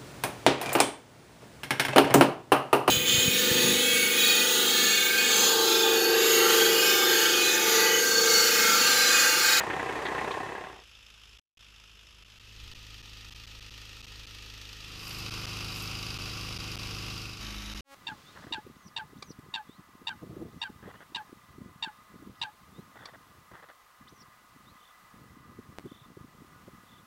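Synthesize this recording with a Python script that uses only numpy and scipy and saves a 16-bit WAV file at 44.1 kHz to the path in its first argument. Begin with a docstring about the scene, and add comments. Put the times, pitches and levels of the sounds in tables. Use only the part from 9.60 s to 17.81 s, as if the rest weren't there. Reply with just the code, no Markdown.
"""A tracked utility vehicle in a snowy wood, heard from five places in turn. Close by, its rubber track hammers
the wheel frame and scrapes over snow; the loudest knocks clank. Then its twin-cylinder engine runs steadily:
far off, nearer, on board, beside it. Firings rattle the casing, the exhaust hums, the chassis rumbles, a pump
drones. The engine powers a water spray, which fizzes twice. Soft air buffets come and go. The sound drops out
now and then."""
import sys
import numpy as np
from scipy import signal
from scipy.fft import rfft, irfft, next_fast_len
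from scipy.io import wavfile
from scipy.ndimage import uniform_filter1d

SR = 44100
rng = np.random.default_rng(int(sys.argv[2]) if len(sys.argv) > 2 else 0)


def output_pcm(signal):
    """Save a mono or channel-first signal as 16-bit PCM at the path in sys.argv[1].

    Samples are clipped to [-1, 1] before scaling.
    """
    pcm = np.clip(np.atleast_2d(signal).T, -1, 1) * 32767
    wavfile.write(sys.argv[1], SR, np.round(pcm).astype(np.int16))


N = 361972
T = np.arange(N) / SR
FFT_SIZE = next_fast_len(N)
BIN_HZ = np.fft.rfftfreq(FFT_SIZE, 1 / SR)

# Broad spectra. Each row: frequency in Hz, relative density in dB.
FRAME_SPECTRUM = [(25, -31.5), (60, -15), (110, -1), (230, -4.5), (330, 3), (560, -1), (900, 2.5),
                  (1400, -6.5), (2100, -6.5), (2900, -15), (3700, -17.5), (4600, -30), (7000, -32),
                  (12000, -38), (15000, -38.5)]
SCRAPE_SPECTRUM = [(50, -17.5), (120, -4.5), (400, -0.5), (1000, 5), (1500, -6), (2600, -7.5),
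                   (4500, -15.5), (7000, -18), (9000, -23.5), (12000, -30.5), (15000, -47)]
CHASSIS_SPECTRUM = [(15, -29), (26, -6), (37, -4), (70, -0.5), (95, -9.5), (150, -12), (220, -17.5),
                    (400, -15.5), (650, -30), (1200, -58)]
FAR_CASING = [(300, -21), (500, -12.5), (750, -15.5), (1300, -7), (1800, -9.5), (2200, -8.5), (2650, 1.5),
              (3450, -2), (4200, -11.5), (5250, -7), (5800, -11.5), (7700, -18), (9000, -28.5),
              (10500, -21), (15000, -32)]
NEAR_CASING = [(290, -32), (500, -12), (714, -13.5), (896, -7.5), (1130, -10), (1240, 0.5), (1560, -9.5),
               (1850, -1), (2170, -6), (2570, 4.5), (3410, 1), (5540, -4), (6800, -9.5), (7300, -15),
               (10800, -22.5), (12500, -19), (14000, -19), (15000, -29)]
ABOARD_CASING = [(290, -35.5), (500, -8), (694, -15), (777, -8), (883, -10.5), (1170, -2.5), (1420, -4),
                 (1720, -12.5), (2330, -5), (2610, 3), (3410, -6), (4290, -6.5), (4870, -1), (8020, -20.5),
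                 (11800, -20.5), (15000, -26.5)]
BESIDE_CASING = [(290, -44), (500, -8), (734, -7.5), (1110, -4.5), (1210, -3.5), (1720, -4), (3000, 2),
                 (3460, -6), (3880, 4), (4230, -8), (5230, -2.5), (6670, -8), (7580, -19.5), (12500, -16.5),
                 (15000, -29)]
# Wheel frame resonances. Each row: centre in Hz, width in Hz, height over the broad spectrum in dB.
FRAME_PEAKS = [(305, 30, 3), (390, 30, 5), (465, 40, 6), (630, 25, 3), (762, 35, 7), (1062, 40, 8),
               (1625, 70, 6), (1681, 14, 9), (1822, 45, 12), (1970, 60, 8), (2448, 30, 5), (2615, 45, 8)]
# The pump's low drone. Each row: centre in Hz, width in Hz, height over the rumble in dB.
PUMP_TONES = [(36, 6.5, 6.5), (73, 4.2, 6)]
# Loudest track knocks. Each row: start in seconds, relative level in dB, centre in Hz.
LOUD_KNOCKS = [(0.001, -28, 1280), (0.099, -31.5, 1850), (0.131, -41, 3000), (0.193, -35, 1710),
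               (0.257, -42.5, 1850), (0.287, -33.5, 1520), (0.454, -32, 1500), (0.454, -34.5, 3500),
               (0.546, -33.5, 1200), (0.581, -34, 1830), (0.709, -38, 3400), (0.949, -38, 1190),
               (1.036, -41, 1100)]
# Engine speed. Each row: time in seconds, four-stroke cycles per second.
CYCLE_RATE = [(1.2, 26.482), (2.6, 25.849), (3.05, 26.264), (4.2, 26.398), (5.6, 26.042), (6.5, 26.153),
              (7.8, 25.964)]
# Engine fades per place. Each: start, fade-in length, fade-out start, fade-out length, in seconds.
FAR_FADES = (0.79, 0.35, 2.71, 0.62)
NEAR_FADES = (2.61, .45, 5.31, .4)
ABOARD_FADES = (5.162, 0.51, 7.567, 0.47)
BESIDE_FADES = (7.79, 0.025, 8.3, .1)
# Pinging engine parts. Each row: centre in Hz, width in Hz, relative gain in dB.
FAR_PING_MODES = [(1305, 61, 2), (2950, 91, -1), (3560, 70, 9.5), (5220, 120, 5), (6220, 96, -2)]
NEAR_PING_MODES = [(1280, 120, 7), (2900, 160, 8), (3380, 100, 18.5), (3690, 110, 8), (4160, 73, 4),
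                   (4670, 200, 17), (5380, 260, 6.9), (7540, 180, 0.33)]
ABOARD_PING_MODES = [(2730, 350, -11), (3900, 29, 3), (4690, 59, 2), (4980, 150, -2)]
BESIDE_PING_MODES = [(3070, 200, -13), (3750, 160, 0), (4520, 200, -5), (5130, 88, -12)]
# Exhaust hum and gear whine. Each row: order as a multiple of the cycle rate, relative level in dB.
FAR_HUM = [(2, 3), (3, -38), (4, -6.5), (5, -33.5), (6, -23), (8, -14.5), (10, -35)]
NEAR_HUM = [(1, -6), (2, 2.5), (3, -33), (4, -.5), (5, -24), (6, -15.5), (8, -13.5), (10, -17), (11, -22),
            (12, -17.5), (14, -26), (16, -18), (18, -21), (19, -25), (20, -22.5)]
ABOARD_HUM = [(1, -12), (2, -3), (3, -11.5), (4, 2.5), (5, -5.5), (6, -6), (7, -6), (8, -22), (9, -13),
              (10, -10.5), (11, -15), (12, -14.5), (13, -9.5), (14, -29), (15, -15.5), (16, -28),
              (17, -15.5), (18, -23), (19, -20), (20, -35), (21, -32), (22, -29), (23, -38), (24, -31),
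              (25, -23)]
BESIDE_HUM = [(1, -28), (2, 5), (3, -26.5), (4, -7), (5, -22), (6, -13), (7, -32.5), (8, -0.5), (9, -17),
              (10, -18), (11, -12.5), (12, -13), (13, -16), (14, -17.5)]
ABOARD_WHINE = [(29, -24.5), (44, -19.5)]
BESIDE_WHINE = [(44, -17), (50, -16.5), (147, -32)]
# Brief dropouts. Each entry: start in seconds.
DROPOUT_STARTS_S = [1.776, 1.983, 2.638, 2.788, 3.138, 3.418, 3.698, 3.738, 3.858, 3.998, 4.098, 4.418,
                    4.458, 4.658, 5.698, 5.858, 6.578, 6.978, 7.158, 7.178, 8.138]
# Swells of air and water. Each row: start in seconds, length in seconds, top level in dB.
AIR_BUFFETS = [(2.95, 0.28, -51.5), (3.33, 0.14, -58), (4.38, 0.36, -65), (6.5, 0.22, -53)]
SPRAY_SURGES = [(5.36, .32, -54), (6.1, .2, -51)]


def amp(db):
    """Decibels to gain."""
    return 10 ** (np.asarray(db) / 20)


def unit(x):
    """Scales to rms 1."""
    return x / np.sqrt(np.mean(x ** 2) + 1e-20)


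def ramp(start_s, length_s):
    """Linear rise from 0 to 1."""
    return np.clip((T - start_s) / length_s, 0, 1)


def drift(per_s):
    """Random curve, per_s new values a second."""
    return np.interp(T * per_s, np.arange(N // 8), rng.standard_normal(N // 8))


def colour(x, spectrum=((1, 0),), peaks=()):
    """Broad spectrum plus peaks, rms 1; minimum phase, so ringing follows each blow."""
    hz, db = np.transpose(spectrum)
    db = np.interp(np.log(BIN_HZ + 1), np.log(hz), db)
    for centre_hz, width_hz, height_db in peaks:
        db = db + height_db / (1 + (2 * (BIN_HZ - centre_hz) / width_hz) ** 2)
    cepstrum = irfft(np.log(amp(db)), FFT_SIZE)
    cepstrum[1:] *= 2 * (np.arange(1, FFT_SIZE) < FFT_SIZE / 2)
    response = np.exp(rfft(cepstrum))
    return unit(irfft(rfft(x, FFT_SIZE) * response, FFT_SIZE)[:N])


def blows(cycles, rise_cycles, decay_cycles, scatter_db):
    """Envelope of one blow a cycle, each of random strength."""
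    age = cycles % 1
    strength = amp(scatter_db * rng.standard_normal(512))[cycles.astype(int) % 512]
    return strength * (1 - np.exp(-(age / rise_cycles) ** 2)) * np.exp(-age / decay_cycles)


def grit(grain_db):
    """Noise of tiny, uneven impacts."""
    return rng.standard_normal(N) * amp(grain_db * drift(1500))


def track(slow_hz=31.2, fast_hz=33.6, speed_up_s=0.76):
    """Rubber track knocks ring the wheel frame, over snow scrape and a thud at twice the knock rate."""
    cycles = np.cumsum(np.where(T < speed_up_s, slow_hz, fast_hz)) / SR
    force = 0.08 + blows(cycles - 0.04, 0.07, 0.29, scatter_db=0.6)
    knocks = amp(-5) * colour(force * grit(-0.5), FRAME_SPECTRUM, FRAME_PEAKS)
    scrape = amp(-8) * colour(grit(1.5), SCRAPE_SPECTRUM, FRAME_PEAKS)
    thud = amp(-27) * unit(np.cos(4 * np.pi * cycles))
    gain = amp(-29.5) * (1 - ramp(start_s=0.65, length_s=0.6))
    return gain * (knocks + scrape + thud)


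def clanks(rise_s=0.0044, decay_s=0.013):
    """The loudest track knocks strike the frame: band-limited bursts ring its resonances."""
    strikes, t = np.zeros(N), T[:4096]
    octave = np.log2(np.fft.rfftfreq(len(t), 1 / SR) + 1)
    envelope = 2 * (1 - np.exp(-t / rise_s)) * np.exp(-t / decay_s)
    for start_s, db, hz in LOUD_KNOCKS:
        width_octaves = 0.62 * (1500 / hz) ** 1.26
        band = np.exp(-((octave - np.log2(hz)) / width_octaves) ** 2 / 2)
        burst = unit(irfft(rfft(rng.standard_normal(len(t))) * band))
        strikes[round(start_s * SR):][:len(t)] += amp(db) * burst * envelope
    return np.std(strikes) * colour(strikes, peaks=FRAME_PEAKS)


def fader(fades, db, db_per_s):
    """Gain at one place: fade in, sloping hold, fade out."""
    start_s, fade_in_s, leave_s, fade_out_s = fades
    hold = amp(db + db_per_s * (T - (start_s + leave_s) / 2))
    return ramp(start_s, fade_in_s) * (1 - ramp(leave_s, fade_out_s)) * hold


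def engine_tones(cycles, orders, waver_rad, upper_db=0):
    """Wavering engine orders; phase offsets above order 4 spread each pulse over the cycle."""
    tones = np.zeros(N)
    for order, db in orders:
        k = round(order)
        phase = 1.1 * max(k - 4, 0) ** 2 + waver_rad * np.sqrt(k) * drift(9)
        gain = amp(db + (k > 8) * upper_db)
        tones += gain * np.sqrt(2) * np.cos(2 * np.pi * k * cycles + phase)
    return tones


def pings(cycles, modes):
    """The nearer cylinder's firing rings metal parts in narrow resonances."""
    taps = blows(cycles, 0.04, 0.09, scatter_db=1.5) * rng.standard_normal(N)
    return unit(sum(amp(db) * signal.lfilter(*signal.iirpeak(hz, hz / width_hz, fs=SR), taps)
                    for hz, width_hz, db in modes))


def casing(cycles, spectrum, ping_modes, ping_db, farther_gain, steady_gain, gears=()):
    """Two firings and four valve ticks a cycle shake the casing; parts ping, any gears whine."""
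    nearer = blows(cycles, 0.05, 0.12, scatter_db=3)
    farther = farther_gain * blows(cycles + 0.5, 0.05, 0.12, scatter_db=3)
    valves = 0.23 * blows(4 * cycles, 0.07, 0.05, scatter_db=1.7)
    clatter = colour((steady_gain + nearer + farther + valves) * grit(1), spectrum)
    ringing = amp(ping_db) * pings(cycles, ping_modes)
    whine = engine_tones(cycles, gears, waver_rad=0.083)
    return clatter + ringing + whine


def exhaust(cycles, orders, lag_cycles, rumble_db, upper_db=0):
    """The pipe hums on the engine orders; the pump drones within the chassis rumble."""
    hum = unit(engine_tones(cycles - lag_cycles, orders, waver_rad=0.34, upper_db=upper_db))
    rumble = colour(rng.standard_normal(N), CHASSIS_SPECTRUM, PUMP_TONES)
    return hum + amp(rumble_db) * rumble


def engine():
    """Twin-cylinder four-stroke: casing and exhaust from four places in turn."""
    cycles = np.cumsum(np.interp(T, *np.transpose(CYCLE_RATE))) / SR
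    # The beat shifts at the long dropout and at each new place.
    far = cycles - np.where(T < 1.797, 0.725, 0.975)
    near, aboard, beside = cycles - 0.79, cycles - 0.68, cycles - 0.18
    # At the nearer place the vehicle creeps closer: upper exhaust orders grow.
    start_s, _, leave_s, _ = NEAR_FADES
    creep_db = -3.5 + 2.5 * np.clip(T - start_s, 0, leave_s - start_s)
    return sum([
        fader(FAR_FADES, db=-56, db_per_s=-0.7)
        * casing(far, FAR_CASING, FAR_PING_MODES, ping_db=-9.5, farther_gain=1, steady_gain=0.59),
        fader(FAR_FADES, db=-61, db_per_s=2)
        * exhaust(far, FAR_HUM, lag_cycles=0.032, rumble_db=-6),
        fader(NEAR_FADES, db=-50, db_per_s=1.27)
        * casing(near, NEAR_CASING, NEAR_PING_MODES, ping_db=-11, farther_gain=0.24, steady_gain=0.74),
        fader(NEAR_FADES, db=-51, db_per_s=0.1)
        * exhaust(near, NEAR_HUM, lag_cycles=0.031, rumble_db=-10, upper_db=creep_db),
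        fader(ABOARD_FADES, db=-40.5, db_per_s=-0.62)
        * casing(aboard, ABOARD_CASING, ABOARD_PING_MODES, ping_db=-8,
                 farther_gain=0.57, steady_gain=1, gears=ABOARD_WHINE),
        fader(ABOARD_FADES, db=-42, db_per_s=-0.05)
        * exhaust(aboard, ABOARD_HUM, lag_cycles=-0.038, rumble_db=-9),
        fader(BESIDE_FADES, db=-44, db_per_s=0.5)
        * casing(beside, BESIDE_CASING, BESIDE_PING_MODES, ping_db=-8.5,
                 farther_gain=0.72, steady_gain=0.95, gears=BESIDE_WHINE),
        fader(BESIDE_FADES, db=-43, db_per_s=2)
        * exhaust(beside, BESIDE_HUM, lag_cycles=-0.076, rumble_db=-8)])


def swells(rows):
    """One half-sine of gain per event."""
    return sum(amp(db) * np.sin(np.pi * ramp(start_s, length_s)) for start_s, length_s, db in rows)


def wind():
    """Air nudges the microphone in soft, low buffets."""
    spectrum_hz_db = [(10, 0), (25, -3), (70, -3), (160, -33), (500, -34), (2000, -79)]
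    return swells(AIR_BUFFETS) * colour(rng.standard_normal(N), spectrum_hz_db)


def spray():
    """The water jet fizzes in the top octave."""
    spectrum_hz_db = [(3000, -31.5), (7000, 0), (10000, -5), (12000, 5), (13500, -3), (15500, -11)]
    return swells(SPRAY_SURGES) * colour(grit(7.2), spectrum_hz_db)


def scene():
    """Mono mix: the track fades into the engine; wind and spray join."""
    return (track() + clanks() + engine() + wind() + spray())[None]


def record(dry):
    """Brief dropouts and one long one, then a low-pass."""
    brief_s, long_start_s, long_s, cutoff_hz = 0.009, 1.797, 0.175, 15500
    gain = np.ones(N)
    for start_s in DROPOUT_STARTS_S:
        gain[(T >= start_s) & (T < start_s + brief_s)] = amp(-23)
    gain[(T >= long_start_s) & (T < long_start_s + long_s)] = amp(-48)
    gated = dry * uniform_filter1d(gain, size=16)
    lowpass = signal.firwin(511, cutoff_hz, window=("kaiser", 9), fs=SR)
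    return signal.oaconvolve(gated, lowpass[None], "same")


dry = scene()
out = record(dry)
output_pcm(out)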